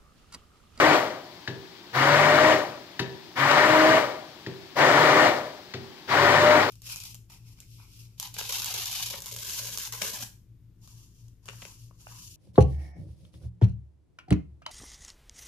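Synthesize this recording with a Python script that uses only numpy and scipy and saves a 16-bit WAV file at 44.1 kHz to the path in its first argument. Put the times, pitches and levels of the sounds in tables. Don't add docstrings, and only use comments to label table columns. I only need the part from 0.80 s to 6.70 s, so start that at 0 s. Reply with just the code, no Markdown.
import sys
import numpy as np
from scipy import signal
from scipy.fft import rfft, irfft, next_fast_len
from scipy.io import wavfile

SR = 44100
rng = np.random.default_rng(int(sys.argv[2]) if len(sys.argv) > 2 else 0)


def wav_record(signal):
    frames = np.transpose(np.atleast_2d(signal))
    bounded = np.clip(frames, -1, 1)
    quanta = np.round(bounded * 32767).astype(np.int16)
    wavfile.write(sys.argv[1], SR, quanta)


def elevation(decibels):
    levels = np.asarray(decibels, float)
    return 10 ** (levels / 20)


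N = 260190

# (press [s], release [s], roar level [dB], roar rise [s], drone offset at start [dB])
PRESSES = [
    (-.4, 0.159, -20.5, .04, 15),
    (1.125, 1.729, -21, 0.024, -17.5),
    (2.552, 3.175, -21, 0.023, -29),
    (3.951, 4.472, -20, 0.025, 2),
    (5.272, 5.815, -21, 0.033, -9),
]


def batter():
    # (frequency [Hz], density [dB per Hz])
    roar_spectrum = [(45, -51), (130, -4.5), (204, -16.5), (300, -4.5), (444, -10.5), (600, -7),
                     (1500, -10), (2250, -12), (2600, -20.5), (4700, -21.5), (6300, -31), (7900, -52),
                     (8500, -35), (12500, -29.5)]
    # (frequency [Hz], bandwidth [Hz], level [dB])
    resonances = [(275, 30, -24), (400, 35, -20), (510, 35, -21), (610, 45, -15), (735, 70, -17),
                  (955, 70, -15), (1158, 50, -17), (1450, 30, -21), (1805, 75, -15), (2830, 50, -27)]
    whirr_db, dulling_db_per_s = 6.5, 23
    gain, rumble_db, drone_db, hiss_db = churning()
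    since_off = burst_clock()[2]
    dulling_db = -dulling_db_per_s * since_off
    shift_db = (rumble_db + 10.5, drone_db + 8.5, dulling_db, hiss_db + 10.5)
    sound = banded_noise(roar_spectrum, patchy_db=1.5, likeness=0.97, shift_db=shift_db)
    white = rng.standard_normal((2, N))
    for hz, width, level_db in resonances:
        r = np.exp(-np.pi * width / SR)
        peak = signal.lfilter([1, 0, -1], [1, -2 * r * np.cos(2 * np.pi * hz / SR), r * r], white)
        lasting_db = np.zeros(N)
        if hz < 700:
            lasting_db = lasting_db + .5 * (drone_db + 8.0)
        if hz == 610:
            lasting_db = lasting_db + whirr_db * np.tanh(since_off / .06)
        if hz > 1300:
            lasting_db = lasting_db + dulling_db
        swelling = elevation(level_db + lasting_db + 1.53 * drift(4.4))
        sound = sound + swelling * stereo_noise(hz, rms_one(peak), 1)
    return gain * elevation(2.5) * sound


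def churning():
    # (time [s], level [dB], length [s])
    lumps = [
        (.008, 0, .02),
        (1.142, -4, 0.0067),
        (3.992, 1.5, 0.0047),
        (1.18, -1, .015),
        (2.714, 4, 0.0058),
        (2.778, 2.5, 0.0068),
        (4.193, 1, 0.0043),
        (5.89, 2.5, 0.011),
    ]
    drop_db, drop_s, coast_db_per_s = 4, 0.033, 91.5
    lows_linger_db_per_s = 6
    which, since_on, since_off = burst_clock()
    roar_db, rise, deficit_db = np.transpose(PRESSES)[2:, which]
    for s, db, length in lumps:
        roar_db = roar_db + db * np.exp(-((np.arange(N) / SR - s) / length) ** 2)
    fall_db = drop_db * (1 - np.exp(-since_off / drop_s)) + coast_db_per_s * since_off
    gain = (1 - np.exp(-since_on / rise)) ** 2 * elevation(roar_db - fall_db)
    coast = 1 - np.exp(-since_off / 0.02)
    linger_db = lows_linger_db_per_s * since_off
    rumble_db = -18.5 + 4.5 * coast + linger_db
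    drone_db = -8 + deficit_db * np.exp(-since_on / .15) + 2 * coast + linger_db / 2
    hiss_db = -16 + 15.5 * np.exp(-since_on / rise) + 4.5 * coast
    return gain, rumble_db, drone_db, hiss_db


def motor():
    # (settling speed [Hz], shortfall at start [Hz], catch-up [s],
    # climb as the batter thins [Hz per s])
    spin_up = [(154, 0, .1, 0), (141.2, 25.3, .08, 25.4), (151.5, 27.3, .13, 12.9), (150.5, 14, .05, 7),
               (145.9, 17, .13, 14.4)]
    # (1st multiple [dB], 2nd [dB], 4th [dB], mains buzz [dB])
    grip_levels = [(-30, -34, -30.5, -49), (-28.5, -31, -21, -44.5), (-37.5, -31.5, -24, -50),
                   (-34.5, -34.5, -26.5, -60), (-35.5, -31, -21.5, -36.5)]
    # (frequency [Hz], level [dB])
    housing_response = [
        [(115, -19), (130, -1), (140, -4), (149, -1.5), (157, -16)],
        [(280, -13), (300, -25), (308, 2.5), (316, 6), (320, -17)],
        [(540, -19), (570, -6), (600, -3.5), (635, 2.5)],
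    ]
    hum_rise_s, hum_fall_db_per_s = .03, 260
    buzz_rise_s, buzz_fall_db_per_s, mains_hz = 0.13, 200, 100
    which, since_on, since_off = burst_clock()
    settle, shortfall, catch_up, climb = np.transpose(spin_up)[:, which]
    turns = settle - shortfall * np.exp(-since_on / catch_up) + climb * (since_on - since_off)
    *levels_db, buzz_db = np.transpose(grip_levels)[:, which]
    phase = 2 * np.pi * np.cumsum(turns * (1 + 0.0016 * drift(30.0))) / SR
    hum = 0
    for k, db, housing in zip((1, 2, 4), levels_db, housing_response):
        level_db = db + at_hz(housing, k * turns) + swell_db(k) + 0.3 * drift(45.0)
        hum = hum + elevation(level_db) * np.sin(k * phase)
    hum_since_off = burst_clock(lead=0.026)[2]
    hum = hum * (1 - np.exp(-since_on / hum_rise_s)) * elevation(-hum_fall_db_per_s * hum_since_off)
    buzz_level = elevation(buzz_db - buzz_fall_db_per_s * since_off + 2.0 * drift(9.0))
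    buzz = (1 - np.exp(-since_on / buzz_rise_s)) * buzz_level
    return np.sqrt(2) * (hum + buzz * np.sin(2 * np.pi * mains_hz * np.arange(N) / SR))


def swell_db(multiple):
    # (time [s], length [s], multiple of the shaft speed, level [dB])
    hand_shifts = [
        (.1, .05, 2, 4),
        (2.64, .04, 1, 8),
        (3.17, .03, 1, 12),
        (3.2, .05, 4, 9),
        (4.23, .08, 1, 5),
        (4.43, .05, 2, 3),
        (1.3, .06, 4, 3),
        (5.3, .06, 1, -10),
        (5.71, .08, 4, 5),
        (5.8, .06, 2, 4),
    ]
    t = np.arange(N) / SR
    return sum(db * np.exp(-((t - s) / length) ** 2) for s, length, k, db in hand_shifts if k == multiple)


def burst_clock(lead=0):
    t, (on, off) = np.arange(N) / SR, np.transpose(PRESSES)[:2]
    which = np.searchsorted(on, t) - 1
    return which, t - on[which], np.maximum(t - off[which] + lead, 0)


def knocks():
    # (time [s], crack level [dB], note level [dB], note frequency [Hz],
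    # worktop thud level [dB])
    set_downs = [
        (0.6753, -24.5, -21, 1690, -29),
        (2.1926, -18, -20.5, 1810, -26),
        (3.6629, -31.5, -29.5, 1810, -30.5),
        (4.9372, -25.5, -36, 2048, -30.5),
        (5.1758, -40, -68, 2513, -74.5),
        (5.2782, -37, -40, 1520, -44),
    ]
    # (frequency [Hz], level [dB], T60 [s])
    worktop_modes = [(105, -8, .25), (129, 1, .35), (165, -4, .25), (222, -6, .2), (268, -5, .2),
                     (328, -3, .2), (441, -11, .15), (497, -11, .25)]
    # (frequency [Hz], level [dB], T60 [s])
    low_glass_modes = [(389, -1, .6), (397, -14, .5), (641, -17, .4)]
    tick, push, rocking = np.zeros((3, N))
    t = np.arange(8000) / SR
    chances = rng.standard_normal((len(set_downs), 2, 8000))
    for (s, crack_db, note_db, note_hz, thud_db), chance in zip(set_downs, chances):
        i = round(s * SR)
        note = np.sin(2 * np.pi * note_hz * t) * (t / .0011) * np.exp(1 - t / .0011)
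        crack_decay = np.exp(-t / .006) + elevation(-11) * np.exp(-t / .03)
        crack = chance[0] * (1 - np.exp(-t / .002)) * crack_decay
        tick[i:i + 8000] += elevation(crack_db + 2.5) * crack + elevation(note_db) * note
        push[i + round(.007 * SR)] += elevation(thud_db - 5)
        rustle = (1 - np.exp(-(t / .008) ** 2)) * np.exp(-t / 0.08)
        rocking[i:i + 8000] += elevation(thud_db + 8) * chance[1] * rustle
    tick_band = signal.butter(4, [700, 5000], "band", fs=SR, output="sos")
    thud_band = signal.butter(3, [90, 500], "band", fs=SR, output="sos")
    body = ring(push, worktop_modes + low_glass_modes) + rocking
    return signal.sosfilt(tick_band, tick) + signal.sosfilt(thud_band, body)


def glass():
    # (time [s], level [dB],
    # tilt away from the main mode [dB per octave])
    touches = [
        (.6755, -41, -9),
        (2.1929, -36.5, 0),
    ]
    # (frequency [Hz], level [dB], T60 [s])
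    high_glass_modes = [(958, -6, .5), (966, -9, .45), (1745, -5, .4), (1736, -5, .4), (1722, -9, .3),
                        (2692, -3, .3), (2712, -7, .25), (3822, -5, .3), (3790, -8, .25), (5190, -12, .1)]
    spark_band = signal.butter(4, 9000, "high", fs=SR, output="sos")
    t = np.arange(3000) / SR
    out = np.zeros(N)
    for s, level_db, tilt_db in touches:
        start = round(s * SR)
        touch = signal.unit_impulse(N, start) * elevation(level_db)
        tilted = [(hz, db + tilt_db * abs(np.log2(hz / 1740)), t60) for hz, db, t60 in high_glass_modes]
        out += ring(touch, tilted)
        spark = rng.standard_normal(3000) * np.exp(-t / 0.019) * elevation(level_db + 3.0 * tilt_db + 2)
        out[start:][:3000] += signal.sosfilt(spark_band, spark)
    return out


def kitchen(x):
    t60_s, wall_cut_hz = .6, 5000
    size = next_fast_len(N + SR)
    hz = np.arange(size // 2 + 1) * SR / size
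    out = np.zeros((2, len(hz)), complex)
    for k, lag in enumerate(rng.uniform(0.011, .04, 12)):
        loop = elevation(-60 * lag / t60_s) / (1 + 1j * hz / wall_cut_hz) * np.exp(-2j * np.pi * hz * lag)
        out[k % 2] += loop / (1 - loop) * (-1) ** (k // 2)
    return irfft(rfft(x, size) * out, size)[:, :N]


def room_tone():
    # (frequency [Hz], density [dB per Hz])
    tone_spectrum = [(24, -54), (40, -21), (98, -13.5), (139, -9), (235, -11), (368, -4), (449, -17),
                     (838, -12), (1380, -19), (1680, -16), (2770, -18.5), (3140, -16), (4800, -16.5),
                     (7160, -29.5), (15500, -23.5)]
    return elevation(-47) * banded_noise(tone_spectrum, patchy_db=.7, likeness=.9)


def ring(push, modes):
    out = 0
    for hz, level_db, t60 in modes:
        r, w = elevation(-60 / (t60 * SR)), 2 * np.pi * hz / SR
        mode = signal.lfilter([0, np.sin(w)], [1, -2 * r * np.cos(w), r * r], push + 1e-18)
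        out = out + elevation(level_db) * mode
    return out


def banded_noise(spectrum, patchy_db, likeness, shift_db=(0, 0, 0, 0)):
    size = next_fast_len(N)
    hz = np.maximum(np.arange(size // 2 + 1) * SR / size, 1)
    white = rfft(rng.standard_normal((2, size)))
    coloured = stereo_noise(hz, white, likeness) * elevation(at_hz(spectrum, hz))
    coloured = coloured / np.sqrt(np.mean(np.abs(coloured) ** 2) / size)
    octaves = np.clip(np.log2(hz / 1000), -5, 4)
    region_weights = np.eye(5)[[0, 1, 3, 4]]
    out, together = 0, .35 * drift(8.9)
    for octave in np.arange(-5, 4.1, .5):
        band = np.clip(1 - 2 * np.abs(octaves - octave), 0, 1)
        shares = [np.interp(octave, [-2, -1, 0, 1, 2.5], row) for row in region_weights]
        shift = sum(share * db for share, db in zip(shares, shift_db))
        flicker = elevation(shift + patchy_db * (together + drift(21.0)))
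        out = out + flicker * irfft(coloured * band, size)[:, :N]
    return out


def stereo_noise(hz, white, likeness):
    # (frequency [Hz], likeness [0-1])
    coherence = [(40, .5), (80, 0.8), (130, 0.9), (300, 1), (640, 0.7), (1400, 0.84), (3000, 0.24),
                 (6000, 0), (15000, 0)]
    alike = np.clip(likeness * at_hz(coherence, hz), 0, 1)
    return np.sqrt(1 + alike) * white[0] + np.sqrt(1 - alike) * white[1] * [[1], [-1]]


def drift(rate):
    r = np.exp(-80 * np.pi * rate / SR)
    slow = signal.lfilter([1], [1, -2 * r, r * r], rng.standard_normal(N // 40 + 2002))[2000:]
    return np.interp(np.arange(N) / 40, np.arange(len(slow)), rms_one(slow))


def at_hz(points, hz):
    table_hz, level = np.transpose(points)
    return np.interp(np.log(hz), np.log(table_hz), level)


def rms_one(x):
    return x / np.sqrt(np.mean(x ** 2) + 1e-20)


def scene():
    hum, hits = motor(), knocks() + glass()
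    echo = kitchen(elevation(-20.5) * hum + elevation(-15) * hits)
    return hum + hits + echo + batter() + room_tone()


def top_cut(x):
    return signal.sosfilt(signal.butter(12, 16230, fs=SR, output="sos"), x)


def record(dry):
    # (frequency [Hz], left minus right [dB])
    port_difference = [(60, 3.0), (92, 3.0), (140, 2.0), (210, 0.5), (330, 1.0), (500, 3.0), (770, 3.5),
                       (1170, 5.5), (1790, 8.5), (2740, 8.0), (4190, 10.5), (6410, 2.0), (9810, -5.5),
                       (15000, -1.0)]
    # (frequency [Hz], level [dB])
    common_dip = [(7600, 0), (8400, -6.5), (10500, -10), (12000, -7.5)]
    left_lag_s, top_hz = .0001, 15750
    peak_level = 1.3
    size = next_fast_len(N + 2048)
    hz = np.maximum(np.arange(size // 2 + 1) * SR / size, 1)
    tilt = elevation(at_hz(port_difference, hz) / 2)
    left = tilt * np.exp(-2j * np.pi * hz * left_lag_s)
    ports = np.array([left, 1 / tilt]) * 2 / (tilt + 1 / tilt)
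    ports = ports * elevation(at_hz(common_dip, hz)) * (hz < top_hz)
    heard = irfft(rfft(dry, size) * ports, size)[:, :N]
    mix = np.tanh(heard / peak_level) * peak_level
    return top_cut(mix)


dry = scene()
out = record(dry)
wav_record(out)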